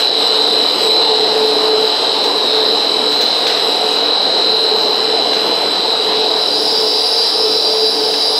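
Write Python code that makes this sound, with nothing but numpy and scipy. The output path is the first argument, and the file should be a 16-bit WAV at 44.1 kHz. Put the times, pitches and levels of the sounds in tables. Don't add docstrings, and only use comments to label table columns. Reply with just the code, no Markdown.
import sys
import numpy as np
from scipy import signal
from scipy.fft import rfft, irfft
from scipy.io import wavfile
from scipy.ndimage import uniform_filter1d, minimum_filter1d

SR = 44100
rng = np.random.default_rng(int(sys.argv[2]) if len(sys.argv) > 2 else 0)


def persist_wave(psi):
    counts = np.round(np.clip(psi, -1, 1) * 32767).astype(np.int16)
    wavfile.write(sys.argv[1], SR, np.atleast_2d(counts).T)


def gain_from_db(level_db):
    decades = np.asarray(level_db, float) / 20
    return 10 ** decades


N = 369988
FRAMES, PAD = 2048, 8192
AIM_MEAN_DB = -42


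def column(rows, t):
    s, *values = np.transpose(rows)
    return [np.interp(t, s, v) for v in values]


def read(points, hz):
    f, value = np.transpose(points)
    return np.interp(np.log(hz + 1), np.log(f + 1), value)


def evened(x):
    return x / np.sqrt(np.mean(x ** 2) + 1e-20)


def slow_times():
    return (np.arange(FRAMES) * (N + 2 * PAD) / FRAMES - PAD) / SR


def turned(t):
    turn_s, turn_length_s = 6.44, 0.41
    return .5 + .5 * np.tanh(2 * (t - turn_s) / turn_length_s)


def aim(t):
    # (time [s], level [dB])
    aim_curve = [(0.0, -33), (0.11, -47), (0.21, -36), (0.77, -38), (0.82, -31.5), (0.96, -39), (2.71, -41),
                 (3.9, -38), (3.99, -44), (4.81, -42), (5.61, -39.5), (5.93, -42), (8.3, -46), (8.39, -44)]
    return column(aim_curve, t)[0] - AIM_MEAN_DB


def sway(t, depth_db, top_rate):
    rates = np.geomspace(top_rate / 10, top_rate, num=24)[:, None]
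    waves = np.sin(2 * np.pi * (rates * t + rng.random((24, 1))))
    return depth_db * evened((waves / np.sqrt(rates)).sum(0))


def noise(db_field, patchy_db):
    frames, hz = N // 256 + 5, np.fft.rfftfreq(1024, 1 / SR)
    a, b, patches = rng.standard_normal((frames, 513, 3)).T
    patches = uniform_filter1d(patches, size=8, axis=0)
    patches = evened(uniform_filter1d(patches, size=20, axis=1))
    level_db = db_field(hz[:, None], np.arange(frames) * 256 / SR) + patchy_db * patches
    z = (a + 1j * b) * gain_from_db(level_db)
    return signal.istft(z, nperseg=1024, noverlap=768)[1][:N]


def tones(lines, level_db, haze_db, direct=0.21, haze_hz=25, count=8):
    # (time [s], speed [m/s])
    walk = [(0, .4), (1.2, .35), (2.2, .24), (3.5, .2), (3.9, .025), (5.4, .025), (5.9, .3), (6.5, .5),
            (7.1, .3), (7.5, .1), (8.39, .1)]
    sound_speed = 343
    t, size = slow_times(), N + 2 * PAD
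    hz, db = np.transpose(lines)
    metres = np.cumsum(column(walk, t)[0]) * (t[1] - t[0])
    angle, start = 2 * np.pi * rng.random((2, len(hz), count, 1))
    angle[:, 0], start[:, 0] = 1.2, 0
    turns_per_metre = 2 * np.pi * hz[:, None, None] / sound_speed
    waves = np.exp(1j * (start + turns_per_metre * np.cos(angle) * metres))
    field = direct * waves[:, 0] + waves.sum(1) / np.sqrt(count)
    gain = gain_from_db(db)[:, None] * field / np.sqrt((abs(field) ** 2).mean(1, keepdims=True))
    if level_db is not None:
        gain *= gain_from_db(level_db) / np.sqrt((abs(gain) ** 2).sum(0))
    offsets = np.fft.fftfreq(FRAMES, 1 / FRAMES).astype(int)
    jitter = rng.standard_normal((len(hz), FRAMES, 2)) @ [1, 1j]
    jitter = np.fft.ifft(np.fft.fft(jitter) * np.exp(-(offsets * SR / size / haze_hz) ** 2))
    group = np.sqrt((abs(gain) ** 2).mean(0) / np.mean(abs(jitter) ** 2))
    haze = gain_from_db(haze_db + 1.03 * (db - db.mean()))[:, None] * group * jitter
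    gain = (gain + haze) * signal.windows.tukey(FRAMES, 2 * PAD / size)
    spectrum = np.zeros(size // 2 + 1, complex)
    for f, g in zip(hz, gain):
        at = np.abs(round(f * size / SR) + offsets)
        np.add.at(spectrum, at, np.fft.fft(g) * size / FRAMES / np.sqrt(2))
    return irfft(spectrum, size)[PAD:PAD + N]


def on_comb(lines):
    carrier_hz, motor_hz = 3998.4, 20.6
    hz, db = np.transpose(lines)
    carrier = np.maximum(np.round(hz / carrier_hz), 1) * carrier_hz
    exact = carrier + np.round((hz - carrier) / motor_hz) * motor_hz
    return np.transpose([np.where(abs(exact - hz) < 4, exact, hz), db])


def hiss():
    # (frequency [Hz], level [dB per Hz])
    hiss_colour = [(1800, -17), (2600, -3.5), (4000, 8), (5400, 8), (5900, 2.5), (7000, 6.5), (8800, 5.5),
                   (10400, -4.5), (11200, -5.5), (12700, -11.5), (13000, -4), (14500, -15), (15700, -11),
                   (17000, -14)]

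    def field(hz, t):
        level = -44 + 0.33 * aim(t) + 4 * turned(t) + sway(t, depth_db=.5, top_rate=15)
        top = 2.5 + 6.5 * turned(t)
        lift = top * np.clip(hz / 4500 - 2, 0, 1)
        return read(hiss_colour, hz) + level * np.clip(hz / 7000, .6, 1) + lift
    return gain_from_db(-22.5) * noise(field, patchy_db=1.5)


def roar():
    # (frequency [Hz], level [dB per Hz])
    roar_colour = [(24, -95), (40, -65), (91, -57), (114, -64), (145, -14), (280, 1.5), (399, 3), (431, 10),
                   (539, -1), (877, -3), (1120, -8.5), (1920, -15), (2740, -15), (2960, -13.5), (3500, -26),
                   (4550, -45), (7700, -120)]

    def field(hz, t):
        wobble = sway(t, depth_db=0.58, top_rate=30)
        wake = -4.5 * np.exp(-(t / 0.24) ** 2)
        level = -21 - 3.5 * turned(t) + wake + wobble
        bass = -8 - turned(t) + sway(t, depth_db=1.1, top_rate=8)
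        upper = -2.5 + .3 * aim(t) + 0.5 * turned(t) - (wobble + wake)
        octaves = np.log2((hz + 20) / 750)
        tilt = bass * np.clip(-octaves, 0, 1) + upper * np.clip(octaves - .4, 0, 1)
        return read(roar_colour, hz) + level + tilt
    return gain_from_db(-8) * noise(field, patchy_db=1.42)


def clanks():
    # (time [s], level [dB], brightness [dB per octave], time to fall 60 dB [s])
    blows = [
        (0.0, -25, -1, .4),
        (1.87, -35, 6, .9),
        (2.238, -26, 4, .25),
        (3.118, -25, 2, 0.33),
        (3.21, -22.5, 3.5, 0.4),
        (3.467, -19.5, -1, 0.65),
        (5.33, -23.5, -1, 0.82),
        (8.136, -23.5, -1, 0.17),
    ]
    # (frequency [Hz], level [dB per Hz])
    clank_colour = [(600, -35), (1500, 3), (2200, 1.5), (4000, 9), (6000, -4), (9000, -24), (15000, -20)]
    t, out = np.arange(SR // 2) / SR, np.zeros(N + SR)
    hz = np.fft.rfftfreq(len(t), 1 / SR)
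    for s, db, bright_db, t60 in blows:
        colour = gain_from_db(read(clank_colour, hz) + bright_db * np.log2((hz + 100) / 3000))
        burst = evened(irfft(rfft(rng.standard_normal(len(t))) * colour, len(t)))
        fade = gain_from_db(db - 60 * t / max(t60, .02))
        attack = np.minimum(t / 0.0012, 1) * (1 + 1.2 * np.exp(-t / 0.0094))
        out[round(s * SR):][:len(t)] += burst * fade * attack
    return out[:N]


def gearbox():
    # (centre [s], length [s], level [dB], pitch shift [Hz])
    crests = [(0.414, 0.44, -24.5, 5.5), (0.878, 0.078, -19.5, 1), (1.25, 0.56, -21, -0.03),
              (1.684, 0.46, -16.5, -1), (2.197, 0.18, -27.5, 0.98), (2.6, 0.28, -21.5, 1),
              (3.054, 0.096, -22.5, 1), (3.894, 0.12, -24.5, 1), (4.649, 0.28, -24, -1.5),
              (4.915, .15, -24, -3.5), (5.135, 0.13, -23.5, 4), (5.4, 0.42, -26.5, 0.27),
              (6.222, 0.36, -21, -1), (6.845, .6, -25.5, 0.74), (7.407, 0.24, -24, -0.5),
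              (7.822, 0.57, -21, 1.2), (8.303, 0.17, -26.5, 5)]
    # (frequency [Hz], level [dB])
    hum = [(123.5, -63), (126.5, -66), (145.4, -70), (291.5, -44), (457.6, -38), (498, -43), (586, -47),
           (669.5, -42), (725.6, -42), (871, -43), (1017, -46), (1912.4, -58)]
    mesh_hz, mesh_rest_db = 435.5, -38
    t = np.arange(0, N + 200, 100) / SR
    s, length, db, shift_hz = np.transpose(crests)[:, :, None]
    bumps = gain_from_db(db) * np.exp(-(2 * (t - s) / length) ** 2)
    size = gain_from_db(mesh_rest_db) + bumps.sum(0)
    hz = mesh_hz + (bumps * shift_hz).sum(0) / size + sway(t, depth_db=2.0, top_rate=20)
    size = size * gain_from_db(sway(t, depth_db=2.5, top_rate=30))
    hz, size = (np.interp(np.arange(N) / SR, t, v) for v in (hz, size))
    mesh = np.sqrt(2) * size * np.cos(2 * np.pi * np.cumsum(hz) / SR)
    return mesh + gain_from_db(-2.5) * tones(hum, None, haze_db=2, direct=1., haze_hz=7)


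def roller_drive():
    # (frequency [Hz], level [dB])
    roller_main = [(4582.5, -38), (4613.5, -38), (4698.3, -36), (4722.5, -36), (4733.3, -24.5),
                   (4819.4, -31), (4853, -34), (4931, -39), (4939.2, -29), (4980, -41), (5049.5, -40),
                   (5064.3, -33), (5103, -41), (5145, -35), (5155.9, -31), (5264.9, -30), (5282.4, -39),
                   (5303.9, -34), (5384.6, -38), (5504.4, -38), (5538, -47), (5624, -48), (5659, -52),
                   (5745, -52), (5783, -52), (5819, -54), (5989, -52)]
    roller_second = [(9755, -55), (9792, -61), (9916, -59), (9959, -53), (9997, -61), (10045, -50),
                     (10088, -55), (10126, -65), (10212, -54)]
    roller_third = [(14880, -76), (14965, -68), (15061, -72), (15150, -71), (15260, -68)]
    t = slow_times()
    main = -27.5 + .25 * aim(t) + 12.5 * turned(t) + sway(t, depth_db=0.2, top_rate=12)
    second = -49.5 + 0.29 * aim(t) + 12 * turned(t) + sway(t, depth_db=1.5, top_rate=8.9)
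    return (tones(roller_main, main - 3, haze_db=-8.5)
            + tones(roller_second, second - 3.5, haze_db=-2, haze_hz=70)
            + tones(roller_third, second - 18, haze_db=3, haze_hz=80))


def extruder_drive():
    # (time [s], level [dB])
    whine = [(0.0, -17), (0.04, -10), (0.21, -13), (0.7, -12), (0.77, -18), (0.93, -9), (1.35, -16.5),
             (3.29, -14), (3.5, -17), (4.42, -13), (5.42, -16.5), (6.43, -15.5), (6.75, -19.5), (7.64, -17),
             (7.71, -20.5), (7.87, -16), (7.97, -22), (8.39, -16)]
    # (frequency [Hz], level [dB])
    drive_main = [(3607, -38), (3650, -39), (3688, -41), (3731, -36), (3774, -34), (3811, -35), (3854, -31),
                  (3898, -26), (3935, -26), (3978, -24), (4016, -28), (4059, -23), (4102, -28), (4151, -37),
                  (4183, -32), (4226, -36), (4264, -39), (4307, -38), (4366, -40), (4387, -42), (4430, -45),
                  (4474, -42)]
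    # (frequency [Hz], level [dB])
    drive_casing = [(2579, -45), (2740, -48), (2783, -49), (2864, -43), (2907, -40), (2988, -39),
                    (3031, -40), (3112, -40), (3155, -41), (3235, -42), (3278, -45), (3359, -44),
                    (3402, -44), (3483, -42), (3526, -42)]
    # (frequency [Hz], level [dB])
    drive_second = [(7440, -60), (7564, -59), (7687, -59), (7833, -59), (7870, -54), (7913, -56),
                    (7957, -55), (7994, -46), (8037, -54), (8080, -55), (8118, -56), (8161, -58),
                    (8301, -61), (8425, -61)]
    drive_third = [(11504, -64.5), (11892, -64), (11935, -83), (11972, -75), (12016, -68), (12059, -72),
                   (12096, -64), (12484, -64)]
    t = slow_times()
    casing = -27 + 0.38 * aim(t) - 4 * turned(t) + sway(t, depth_db=1.2, top_rate=9)
    second = AIM_MEAN_DB + aim(t) + sway(t, depth_db=1.0, top_rate=7.9)
    third = -48.5 + .7 * aim(t) - 5 * turned(t) + sway(t, depth_db=1.5, top_rate=9)
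    main = column(whine, t)[0] + sway(t, depth_db=0.58, top_rate=9)
    return (tones(on_comb(drive_main), main - 1.2, haze_db=-15.5, direct=.33)
            + tones(on_comb(drive_casing), casing - 3.5, haze_db=-14)
            + tones(on_comb(drive_second), second - 2.5, haze_db=-6.5, haze_hz=40)
            + tones(on_comb(drive_third), third - 10, haze_db=4, haze_hz=50.02))


def scene():
    return (hiss() + roar() + clanks() + gearbox() + roller_drive() + extruder_drive())[None]


def starve(x):
    # (low edge [Hz], high edge [Hz], share of moments silenced [0-1],
    # masking by the band below [dB per dB])
    starved = [(8300, 8600, .1, 0), (8600, 8950, .25, 0), (8950, 9300, .35, 0), (9300, 9650, .35, 0),
               (10350, 10550, .3, 1), (10550, 11200, .74, 1.5), (12800, 13450, .54, 0),
               (13450, 14150, .58, 0), (14150, 14850, .58, 0), (14850, 15700, .6, 0)]
    top_hz = 15720
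    hz, t, z = signal.stft(x, SR, nperseg=1536, noverlap=768)
    keep = np.ones(z.shape) * (hz < top_hz)[:, None]
    whim_db = rng.standard_normal((len(t), len(starved) + 1))
    whim_db = 4 * whim_db[:, 1:] + 4 * whim_db[:, :1]
    for (low, high, share, masking), whim in zip(starved, whim_db.T):
        band = (hz >= low) & (hz < high)
        below = (hz >= low - 700) & (hz < low)
        level, under = (10 * np.log10((abs(z[0, m]) ** 2).mean(0) + 1e-20) for m in (band, below))
        margin = uniform_filter1d(level - masking * under + whim, size=2)
        keep[:, band] *= margin > np.quantile(margin, share)
    return signal.istft(z * keep, SR, nperseg=1536, noverlap=768)[1][:, :N]


def roll_off(x):
    return signal.sosfilt(signal.butter(12, 17040, fs=SR, output="sos"), x)


def record(dry):
    # (time [s], level [dB])
    overloads = [(.066, -18), (.22, -25), (.345, -17), (.685, -27), (.85, -18), (1.095, -17), (1.38, -17),
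                 (1.46, -24), (1.762, -18), (5.89, -28), (7.56, -21), (7.95, -17), (8.375, -21)]
    ceiling = .68
    room_left = np.minimum(.71 / (abs(dry) + 1e-9), 1)
    out = dry * uniform_filter1d(minimum_filter1d(room_left, size=257), size=257)
    out = signal.sosfilt(signal.butter(3, 90, "high", fs=SR, output="sos"), out)
    for s, db in overloads:
        start = round(s * SR)
        out[:, start:start + 9] += gain_from_db(db) * 2 * np.exp(-np.arange(9) / 3)
    mix = starve(np.clip(out, -ceiling, ceiling))
    return roll_off(mix)


dry = scene()
out = record(dry)
persist_wave(out)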